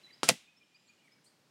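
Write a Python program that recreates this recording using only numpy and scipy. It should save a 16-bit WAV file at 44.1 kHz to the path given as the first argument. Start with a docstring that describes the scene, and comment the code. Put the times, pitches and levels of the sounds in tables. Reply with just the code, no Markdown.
"""A few faint chirps, then an arrow slaps through a playing card on a stick, close to the microphone.
Card and shaft buzz briefly. A moment later the arrow swishes into a target block, cracks through the
face and jolts to a stop, and the block thuds. The place is outdoors: trees return a short echo, and
small birds chirp over quiet air and leaves."""
import sys
import numpy as np
from scipy import signal
from scipy.fft import rfft, irfft
from scipy.io import wavfile
from scipy.ndimage import uniform_filter1d

SR = 44100
rng = np.random.default_rng(int(sys.argv[2]) if len(sys.argv) > 2 else 0)


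def file_out(sig):
    """Save sig as 16-bit WAV at sys.argv[1]."""
    # one column per channel
    cols = np.atleast_2d(sig).T
    # limit, then scale
    lim = np.clip(cols, -1, 1)
    pcm = np.round(lim * 32767).astype(np.int16)
    wavfile.write(sys.argv[1], SR, pcm)


N = 66150


def card():
    """Close to the microphone, the point slaps and tears the card, which buzzes along the shaft."""
    # spectra of the slap and the buzz: frequency_hz, gain_db
    snap_spectrum = [(40, -23), (130, -8.5), (310, 2), (620, -4), (900, 3.5), (1350, 2.5), (1700, -13.5),
                     (3200, -5), (5500, -15.5), (8000, -26.5), (16000, -41.5)]
    buzz_spectrum = [(40, -21.5), (100, -7), (160, -1), (450, 3), (1050, -7), (1700, -4.5), (2600, -3),
                     (5000, -2), (9500, -7.5), (13000, -23), (16000, -27.5)]
    # modes of the card, its stick and the passing shaft: pitch_hz, level_db, t60_s
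    card_modes = [(155.66, -39.5, .15), (430, -38, 0.055), (818, -47.5, .1), (1338, -33, 0.1),
                  (3240, -40.5, 0.053), (3930, -46, 0.39), (4973, -45.5, 0.1)]
    slap_s, tear_s = .2322, .2331
    snap = undb(9) * colour(click(slap_s), snap_spectrum)
    tear = undb(-3.5) * burst(swell(tear_s, rise_s=.00035, t60_s=.003))
    buzz = undb(2) * burst(swell(slap_s, rise_s=.002, t60_s=.17))
    return snap + colour(tear + buzz, buzz_spectrum) + ring(card_modes, slap_s, rise_s=.002)


def arrow():
    """Vanes swish in; each jolt knocks and crunches the block, which thuds while the shaft rattles."""
    # the point strikes and the shaft jolts in: start_s, knock_db, crunch_db, crunch_t60_s, cutoff_hz
    blows = [(.289, 9.5, 11.5, 0.0036, 15230), (.2901, 5, 11.5, .011, 9000), (0.2946, 14, 2.5, .005, 5600),
             (.2993, 2.5, -1, 0.014, 11000), (0.301, -7, 3, 0.016, 7080), (.3083, -4, -4, .02, 2607)]
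    # spectra of the vanes' swish, the block's knock and crunch, the shaft's rattle: frequency_hz, gain_db
    swish_spectrum = [(100, -18), (1200, -7.5), (2500, 0.5), (4500, -4.5), (9000, -9.5), (16000, -26)]
    knock_spectrum = [(40, -23), (130, -9.5), (320, 0.5), (430, -6.5), (650, 0.5), (1000, -5.5),
                      (1400, -1.5), (1750, -12), (2500, -4.5), (5000, -3), (9000, -8.5), (16000, -18.5)]
    crunch_spectrum = [(60, -34), (500, -20.5), (1500, -9.5), (2400, -0.5), (4000, -7), (7800, 0.5),
                       (10000, -2.5), (13000, -13), (16000, -9)]
    rattle_spectrum = [(60, -23.5), (250, 0.5), (600, 3), (1200, -10.5), (2200, -0.5), (5500, -3.5),
                       (9000, -8.5), (13000, -17), (16000, -25.5)]
    # modes of the block's face and the shaft: pitch_hz, level_db, t60_s
    face_modes = [(300, -33.5, .06), (513.8, -24, 0.079), (673, -18.5, .046), (863, -35, 0.095),
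                  (1400, -32.5, .04), (1995, -32.5, 0.11), (2179, -40, 0.055), (2370, -35, 0.018),
                  (2880, -36.5, 0.057), (4505, -37, .05), (4860, -35.5, 0.097), (7890, -30.5, 0.019)]
    # modes of the whole block: pitch_hz, level_db, t60_s
    block_modes = [(136, -16.5, .072), (176.6, -15, .075), (226, -17, 0.084), (276, -16.5, .065)]
    hit_s, swish_rise_s = blows[0][0], .005
    to_hit_s = hit_s - np.arange(N) / SR
    approach = (to_hit_s > 0) * np.exp(-np.abs(to_hit_s) / swish_rise_s)
    swish = colour(burst(approach), swish_spectrum)
    jolts = np.zeros(N)
    for start_s, knock_db, crunch_db, t60_s, cutoff_hz in blows:
        knock = undb(knock_db) * colour(click(start_s), knock_spectrum)
        grit = burst(swell(start_s, rise_s=.00035, t60_s=t60_s))
        crunch = undb(crunch_db) * colour(grit, crunch_spectrum)
        # each jolt has its own brightness, from sharp crack to dull knock
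        lowpass = signal.butter(4, cutoff_hz, fs=SR, output="sos")
        jolts += signal.sosfilt(lowpass, knock + crunch)
    rattle = undb(4) * colour(burst(swell(hit_s, rise_s=.006, t60_s=.11)), rattle_spectrum)
    face = ring(face_modes, hit_s, rise_s=.0024)
    thud = ring(block_modes, start_s=.296, rise_s=.035)
    return swish + jolts + rattle + face + thud


def trees(shot):
    """A short diffuse echo from near trees and a faint long one from far off."""
    # tone of the near and the far echo: frequency_hz, gain_db
    near_spectrum = [(60, -22), (200, -3), (600, -5.5), (1500, -4.5), (2600, 6.5), (4500, 1), (8000, -1),
                     (11000, -11), (16000, -23)]
    far_spectrum = [(200, -11), (1500, -9.5), (2100, 0.5), (2550, 4), (3100, 0), (4000, -7.5),
                    (8000, -16.5), (12000, -30)]
    near = undb(-26) * colour(scatter(shot, t60_s=.31), near_spectrum)
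    far = undb(-32) * colour(scatter(shot, t60_s=1.0), far_spectrum)
    return near + far


def scatter(sound, t60_s):
    """Countless leaves and twigs return the sound's energy as a diffuse wash."""
    tail = swell(0, rise_s=.035, t60_s=t60_s) ** 2
    energy = np.maximum(convolve(sound ** 2, tail / tail.sum()), 0)
    return rng.standard_normal(N) * np.sqrt(energy)


def birds():
    """Small birds sing short, nearly pure glides, scattered by the trees."""
    # chirps: start_s, length_s, first_hz, middle_hz, last_hz, level_db
    chirps = [(0.029, 0.051, 4022, 3988, 3887, -57), (.06, 0.047, 1700, 2100, 2160, -66.5),
              (.097, 0.021, 2600, 2044, 1750, -61.5), (.122, 0.034, 4500, 4880, 5400, -60),
              (.432, 0.042, 3550, 3600, 3620, -72.5), (0.469, 0.038, 2450, 2500, 2572, -64.5),
              (0.561, .034, 4860, 5350, 5222, -68.5), (.606, 0.032, 2392, 2420, 2400, -65),
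              (0.629, .012, 3400, 3063, 2650, -69.5), (0.742, .028, 2391, 2440, 2480, -64),
              (.74, 0.036, 4350, 4860, 5020, -66.5), (.761, .012, 3300, 2850, 2500, -71.5),
              (.866, 0.021, 7150, 7450, 8270, -74), (0.872, .035, 3740, 4500, 4700, -70.5),
              (.882, .023, 6490, 6820, 6850, -72), (0.891, 0.026, 2420, 2423, 2460, -62.5),
              (.975, 0.05, 2720, 2868, 3050, -76), (1.037, .035, 2350, 2297, 2240, -71),
              (1.073, .016, 2475, 2093, 1753, -65), (1.11, 0.04, 4880, 5150, 5170, -70),
              (1.111, .045, 2240, 2260, 2300, -74), (1.181, 0.013, 1850, 1616, 1350, -73.5),
              (1.255, .036, 3920, 4558, 5014, -67)]
    fade_share, wobble_share = .3, .006  # of the length; of the pitch
    song = np.zeros(N)
    for start_s, length_s, first_hz, middle_hz, last_hz, level_db in chirps:
        u = np.minimum(since(start_s) / length_s, 1)  # progress through the chirp
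        # a parabola through the three pitches
        hz = first_hz * (1 - u) * (1 - 2 * u) + middle_hz * 2 * u * (2 - 2 * u) + last_hz * u * (2 * u - 1)
        wobble = uniform_filter1d(rng.standard_normal(N), size=100)
        cycles = np.cumsum(hz * (1 + wobble_share * wobble / wobble.std())) / SR
        ramp = np.minimum(np.minimum(u, 1 - u) / fade_share, 1)
        fade = np.sin(np.pi / 2 * ramp) ** 2
        song += undb(level_db) * fade * np.sqrt(2) * np.sin(2 * np.pi * cycles)
    echo = convolve(song, burst(swell(0, rise_s=.015, t60_s=.65)))
    return song + undb(-5.5) * echo


def whistle():
    """A thin, wavering high note from far off."""
    start_s, length_s, pitch_hz, width_hz = .58, .5, 7244, 90
    waver = signal.sosfilt(signal.butter(2, width_hz / 2, fs=SR, output="sos"), rng.standard_normal(N))
    t = since(start_s)
    arch = np.sin(np.pi * np.minimum(t / length_s, 1))
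    tone = np.sqrt(2) * np.sin(2 * np.pi * pitch_hz * t)
    return undb(-86.5) * arch * waver / waver.std() * tone


def rustle():
    """Two faint, high rustles after the shot."""
    # rustles: start_s, level_db, t60_s
    rustles = [(1.04, -35.5, 0.24), (1.241, -23.5, 0.32)]
    # their spectrum: frequency_hz, gain_db
    rustle_spectrum = [(2000, -30), (6800, -12), (7900, -4), (8900, -2), (9800, -13), (13000, -21),
                       (16000, -28)]
    rise_s = .0022
    noise = sum(undb(db) * burst(swell(start_s, rise_s, t60_s)) for start_s, db, t60_s in rustles)
    return colour(noise, rustle_spectrum)


def air():
    """The low, distant hush of open air."""
    # spectrum of the hush: frequency_hz, gain_db
    air_spectrum = [(15, -55), (25, -20.5), (53, -34), (127, -2.5), (229, -2.5), (503, -10), (591, -8.5),
                    (659, -11.5), (734, -11.5), (911, -12), (1290, -14), (5000, -17), (16000, -33.5)]
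    # its drift: time_s, level_db
    air_levels = [(0, -66.5), (.2, -68.5), (.4, -73.5), (.75, -74), (1., -71), (1.5, -70)]
    return drifting_noise(air_spectrum, air_levels)


def leaves():
    """Distant leaves hiss softly and fade at the end."""
    # spectrum of the hiss: frequency_hz, gain_db
    leaf_spectrum = [(500, -19), (1500, -3), (3000, 3.5), (4700, -7.5), (8000, -10), (14000, -30)]
    # its drift: time_s, level_db
    leaf_levels = [(0, -69), (.2, -73.5), (.5, -77.5), (.9, -75), (1.1, -78.5), (1.5, -102)]
    return drifting_noise(leaf_spectrum, leaf_levels)


def drifting_noise(spectrum, levels):
    """Smooth noise whose level follows (time_s, level_db) points."""
    noise = colour(rng.standard_normal(N), spectrum)
    time_s, level_db = np.array(levels).T
    return noise / noise.std() * undb(np.interp(since(0), time_s, level_db))


def click(start_s):
    """A unit impulse through an all-pass: flexing surfaces spread it over about a millisecond."""
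    smear_hz, smear_q = 1500, .56
    angle = 2 * np.pi * smear_hz / SR
    loss = np.sin(angle) / (2 * smear_q)
    denominator = np.array([1 + loss, -2 * np.cos(angle), 1 - loss])
    impulse = 1. * (np.arange(N) == int(start_s * SR))
    return signal.lfilter(denominator[::-1], denominator, impulse)


def ring(modes, start_s, rise_s):
    """Damped modes set going together."""
    t = since(start_s)
    return sum(undb(db) * swell(start_s, rise_s, t60_s) * np.sin(2 * np.pi * hz * t)
               for hz, db, t60_s in modes)


def burst(envelope):
    """Noise under an envelope, with unit energy."""
    noise = rng.standard_normal(N) * envelope
    return noise / np.sqrt(np.sum(noise ** 2) + 1e-18)


def swell(start_s, rise_s, t60_s):
    """Envelope that rises quickly and dies away."""
    t = since(start_s)
    return (1 - np.exp(-t / rise_s)) * np.exp(-np.log(1000) * t / t60_s)


def colour(sound, spectrum):
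    """Causal filter through (frequency_hz, gain_db) points."""
    size = 4096
    hz, db = np.array(spectrum, float).T
    grid_hz = np.maximum(np.arange(size // 2 + 1) * SR / size, 1)
    gain = undb(np.interp(np.log(grid_hz), np.log(hz), db))
    cepstrum = irfft(np.log(gain))
    cepstrum[1:size // 2] *= 2  # folding onto positive time gives minimum phase
    cepstrum[size // 2 + 1:] = 0
    return convolve(sound, irfft(np.exp(rfft(cepstrum))))


def convolve(sound, response):
    """A sound played through a response."""
    return signal.fftconvolve(sound, response)[:N]


def since(start_s):
    """Seconds since the start, zero before it."""
    return np.maximum(np.arange(N) / SR - start_s, 0)


def undb(db):
    """Decibels to gain."""
    return 10 ** (np.asarray(db) / 20)


def scene():
    """One microphone hears the shot and its echo among birds, air and leaves."""
    shot = card() + arrow()
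    outdoors = birds() + whistle() + rustle() + air() + leaves()
    return (shot + trees(shot) + outdoors)[None]


def record(dry):
    """The recorder cuts the treble steeply above 16 kHz."""
    return signal.sosfilt(signal.ellip(10, .2, 80, 16000, fs=SR, output="sos"), dry)


dry = scene()
out = record(dry)
file_out(out)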